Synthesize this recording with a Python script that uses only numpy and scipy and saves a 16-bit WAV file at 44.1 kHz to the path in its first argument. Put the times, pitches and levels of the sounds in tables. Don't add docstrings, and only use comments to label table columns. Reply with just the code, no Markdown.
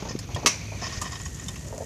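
import sys
import numpy as np
from scipy import signal
from scipy.fft import rfft, irfft
from scipy.io import wavfile
from scipy.ndimage import uniform_filter1d

SR = 44100
rng = np.random.default_rng(int(sys.argv[2]) if len(sys.argv) > 2 else 0)


def master_out(mix):
    frames = np.transpose(np.atleast_2d(mix))
    ceiling = np.clip(frames, -1, 1)
    pcm = np.round(ceiling * 32767).astype(np.int16)
    wavfile.write(sys.argv[1], SR, pcm)


N = 81585
T = np.arange(N) / SR

# frequency in Hz, relative strength in dB.
RUMBLE_COLOUR = [(22, -41), (36, -15), (51, 2.5), (94, 2.5), (131, 0), (181, -4), (281, -9), (501, -20.5),
                 (1201, -40)]
HISS_COLOUR = [(402, 3.5), (1102, 0.5), (1452, -1.5), (1902, -2.5), (2902, -1), (3902, -4), (5302, -3),
               (6502, 2.5), (8002, -20), (13502, -44)]
BODY_COLOUR = [(120, 17), (300, 7.5), (650, 8.5), (1000, 6), (1500, -10), (4000, -49)]
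CRACK_COLOUR = [(1500, -19), (4000, -15), (5300, -7), (6900, 0), (8400, -10), (12500, -20), (14500, -36)]
STRIKE_COLOUR = [(171, 0), (561, -2.5), (821, -2), (1171, 5.5), (1501, -11), (2501, 0.5), (4001, -2),
                 (6001, 9.5), (7401, -2.5), (14001, -18.5)]
WASH_COLOUR = [(901, -17.5), (2501, -3.5), (3401, -13), (4601, -9), (5901, 1.5), (7601, -15.5),
               (14001, -34.5)]

# time in seconds, level in dB.
HISS_LEVELS = [(0, -43), (.162, -48.5), (.752, -47.5), (.902, -40.5), (1.202, -49), (1.552, -49.5),
               (1.85, -55)]
CRACKLE_LEVELS = [(0, -79), (.9, -52), (1.2, -48), (1.85, -50)]
RAIL_LEVELS = [(0, -53), (.17, -58), (.3, -56), (.325, -48.5), (.45, -50), (.52, -44), (.72, -48.5),
               (.83, -45.5), (1.15, -70)]

# pitch in Hz, width in Hz, relative strength in dB.
NEAR_WHEEL_MODE = [(1859, 83, 0)]
SINGING_MODES = [(2300, 270, 0), (4400, 480, -6), (5950, 450, -3)]
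PANEL_MODES = [(448, 19, -2), (561, 152, 0.5), (865, 56, -8.5)]
WHEEL_LOW_MODES = [(720, 70, -4), (1070, 140, 0), (1840, 80, 2), (2550, 170, -6), (3050, 150, -5),
                   (3700, 150, -8)]
WHEEL_HIGH_MODES = [(4640, 70, -2), (5220, 130, 4), (5620, 130, -4), (6100, 110, -1), (6650, 200, -5)]

# time in seconds, pitch in Hz.
WHINE_PITCHES = [(.32, 2490), (.58, 2570), (.63, 2340), (.83, 2450)]
# start in seconds, level in dB, fade time in seconds.
BODY_KNOCKS = [(0.023, -24, 0.0063), (0.0503, -32.5, 0.037), (0.107, -26, 0.0029), (0.2885, -38, 0.039),
               (0.359, -29.5, 0.033), (0.4272, -36, 0.093), (0.7188, -35, 0.03), (0.822, -33, 0.015),
               (1.018, -34, 0.019), (1.485, -42.5, 0.036)]
# middle in seconds, pitch in Hz,
# level in dB, half length in seconds.
BODY_THUMPS = [(0.154, 243, -15, 0.0013), (0.352, 104, -23, 0.0097), (0.4496, 335, -19, 0.0016),
               (.485, 179, -36.5, 0.04), (0.686, 103, -34.5, 0.08), (0.98, 91, -24.5, 0.0044),
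               (1.265, 81, -32, 0.027), (1.473, 152, -28.5, 0.0039)]
# start in seconds, level in dB.
PANEL_SLAPS = [(1.726, -32), (1.735, -37), (1.761, -42), (1.778, -34), (1.804, -31), (1.82, -33)]
# start and length in seconds, levels of the high and low modes in dB.
SCRAPE_SPELLS = [(0.082, 0.034, -37, -44.5), (0.811, 0.066, -37, -38.5), (0.919, 0.03, -39, -43.5),
                 (0.968, 0.0052, -35.5, -47), (1.038, 0.041, -44.5, -38.5), (1.108, 0.031, -42, -39.5)]
# start in seconds, level in dB.
WHEEL_TAPS = [(0.189, -41), (.360, -30.5), (1.017, -31), (1.153, -31), (1.198, -37), (1.257, -34.5),
              (1.393, -41.5), (1.419, -44), (1.486, -34.5), (1.558, -40.5)]
# start in seconds, crack level in dB, ring pitch in Hz, ring level in dB, fade time in seconds.
FITTING_CLINKS = [(0.189, -32.5, 5100, -34.5, 0.0087), (0.346, -33.5, 3300, -30, 0.0077),
                  (1.0142, -27.5, 1200, -31, 0.016), (1.254, -43, 6700, -31.5, 0.011),
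                  (1.4831, -29.5, 3590, -28.5, 0.0074), (1.557, -37.5, 2700, -36, 0.0052),
                  (1.779, -27, 700, -45, 0.0013)]
# start in seconds, level of the tone in dB.
FITTING_TICKS = [(1.122, -22), (1.2163, -24), (1.3498, -26), (1.3985, -22.5), (1.4418, -24), (1.674, -29.5)]
# start in seconds, level in dB, fade time in seconds.
CLACK_HITS = [(0.4602, -9.5, 0.0034), (0.4625, -13, 0.0036), (0.4686, -14, 0.01), (0.4747, -26, 0.0061)]
# pitch in Hz, level in dB.
STEEL_MODES = [(290, -21), (410, -22), (640, -28), (974, -24), (1128, -19.5), (1225, -22), (1961, -24),
               (2187, -20), (2615, -21), (2982, -26), (3150, -25), (3974, -27), (5630, -23), (5736, -22),
               (6065, -23), (6388, -22)]


def amp(db):
    return 10 ** (np.asarray(db) / 20)


def unit(x):
    return x / np.sqrt(np.mean(np.abs(x) ** 2))


def noise():
    return rng.standard_normal(N)


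def curve(rows):
    return amp(np.interp(T, *np.array(rows).T))


def drift(per_second):
    size = int(SR / per_second)
    steps = np.repeat(rng.standard_normal(N // size + 1), size)
    return unit(uniform_filter1d(steps, size)[:N])


def colour(x, points):
    hz, db = np.array(points).T
    f = np.maximum(np.fft.rfftfreq(2 * N, 1 / SR), 1)
    gain = amp(np.interp(np.log(f), np.log(hz), db)) * np.minimum(f / hz[0], 1) ** 2
    cepstrum = irfft(np.log(unit(gain)))
    cepstrum[1:N] *= 2
    cepstrum[N + 1:] = 0
    return irfft(rfft(x, 2 * N) * np.exp(rfft(cepstrum)))[:N]


def resonate(x, modes):
    f = np.maximum(np.fft.rfftfreq(2 * N, 1 / SR), 1)
    response = sum(amp(db) / (1 + 1j * (f - hz ** 2 / f) / (2 * width)) ** 2 for hz, width, db in modes)
    return irfft(rfft(x, 2 * N) * unit(response))[:N]


def fade(start, decay_s, attack_s=.0005):
    age = np.maximum(T - start, 0)
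    return (1 - np.exp(-age / attack_s)) * np.exp(-age / decay_s)


def grit(per_second=6000):
    return unit((rng.random(N) < per_second / SR) * np.sign(noise()))


def tone(hz):
    return np.sin(2 * np.pi * (hz * T + rng.random()))


def rolling():
    hiss_level, nearness = curve(HISS_LEVELS), curve(CRACKLE_LEVELS)
    rumble = amp(-38) * unit(colour(noise(), RUMBLE_COLOUR))
    hiss = colour(noise() * amp(2.0 * drift(150)), HISS_COLOUR) * hiss_level
    crackle = colour(grit() * amp(2.45 * drift(400)) * nearness, CRACK_COLOUR)
    ring = resonate(grit() * hiss_level, NEAR_WHEEL_MODE) * nearness / nearness.max()
    return rumble + hiss + crackle + amp(-3.5) * ring


def singing_rail(waver=.028, wavers_per_s=160):
    hz = np.interp(T, *np.array(WHINE_PITCHES).T) * (1 + waver * drift(wavers_per_s))
    whine = unit(drift(wavers_per_s) * np.sin(2 * np.pi * np.cumsum(hz) / SR))
    return (resonate(noise(), SINGING_MODES) + amp(-5) * whine) * curve(RAIL_LEVELS)


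def bodywork(cab_alongside_s=1.77, cab_pass_s=.14):
    knock_level = sum(amp(db) * fade(start, decay) for start, db, decay in BODY_KNOCKS)
    knocks = colour(np.sign(noise()) * knock_level, BODY_COLOUR)
    buzz = amp(-45) * np.exp(-((T - cab_alongside_s) / cab_pass_s) ** 2)
    slaps = sum(amp(db) * fade(start, decay_s=.005) for start, db in PANEL_SLAPS)
    rattle = resonate(grit() * (buzz + slaps), PANEL_MODES)
    thumps = 0
    for middle, hz, db, half_length in BODY_THUMPS:
        swell = amp(db) * np.exp(-((T - middle) / half_length) ** 2)
        thumps += swell * np.sin(2 * np.pi * hz * (T - middle))
    return knocks + rattle + thumps


def wheel_scrapes(attack_s=.005, release_s=.009):
    high, low = 0, 0
    for start, length, high_db, low_db in SCRAPE_SPELLS:
        rise = np.clip((T - start) / attack_s, 0, 1)
        fall = np.exp(-np.maximum(T - start - length, 0) / release_s)
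        high += amp(high_db) * rise * fall
        low += amp(low_db) * rise * fall
    rub = grit() * amp(1.8 * drift(170))
    return resonate(rub * high, WHEEL_HIGH_MODES) + resonate(rub * low, WHEEL_LOW_MODES)


def wheel_taps():
    tap_level = sum(amp(db) * fade(start, decay_s=.0085) for start, db in WHEEL_TAPS)
    contact = np.sign(noise()) * tap_level
    return resonate(contact, WHEEL_LOW_MODES) + amp(-5) * resonate(contact, WHEEL_HIGH_MODES)


def loose_fittings(pair_ratio=1.17, tick_hz=6950):
    crack_level, rings = 0, 0
    for start, crack_db, hz, ring_db, decay in FITTING_CLINKS:
        crack_level += amp(crack_db) * fade(start, decay)
        rings += amp(ring_db) * fade(start, decay) * (tone(hz) + tone(hz / pair_ratio) / 2)
    tick_level = sum(amp(db) * fade(start, decay_s=.0016) for start, db in FITTING_TICKS)
    cracks = colour(np.sign(noise()) * (crack_level + 0.12 * tick_level), CRACK_COLOUR)
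    return cracks + rings + tick_level * tone(tick_hz)


def steel_clack(ring_s_at_1khz=.1):
    hit_level = sum(amp(db) * fade(start, decay) for start, db, decay in CLACK_HITS)
    first_hit, tones = CLACK_HITS[0][0], 0
    for hz, db in STEEL_MODES:
        ring_s = ring_s_at_1khz * (hz / 1000) ** .1
        tones += amp(db) * fade(first_hit, ring_s / np.log(1000)) * tone(hz)
    wash = colour(noise() * fade(first_hit, decay_s=.043, attack_s=.0025), WASH_COLOUR)
    chatter = colour(np.sign(noise()) * hit_level, STRIKE_COLOUR)
    return chatter + tones + amp(-20) * wash


def scene():
    train = (rolling() + singing_rail() + steel_clack() + wheel_scrapes()
             + wheel_taps() + loose_fittings() + bodywork())
    return train[None]


def record(dry):
    top_hz = 13900
    treble_cut = signal.ellip(8, .2, 80, top_hz, fs=SR, output="sos")
    return signal.sosfilt(treble_cut, np.tanh(dry))


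dry = scene()
out = record(dry)
master_out(out)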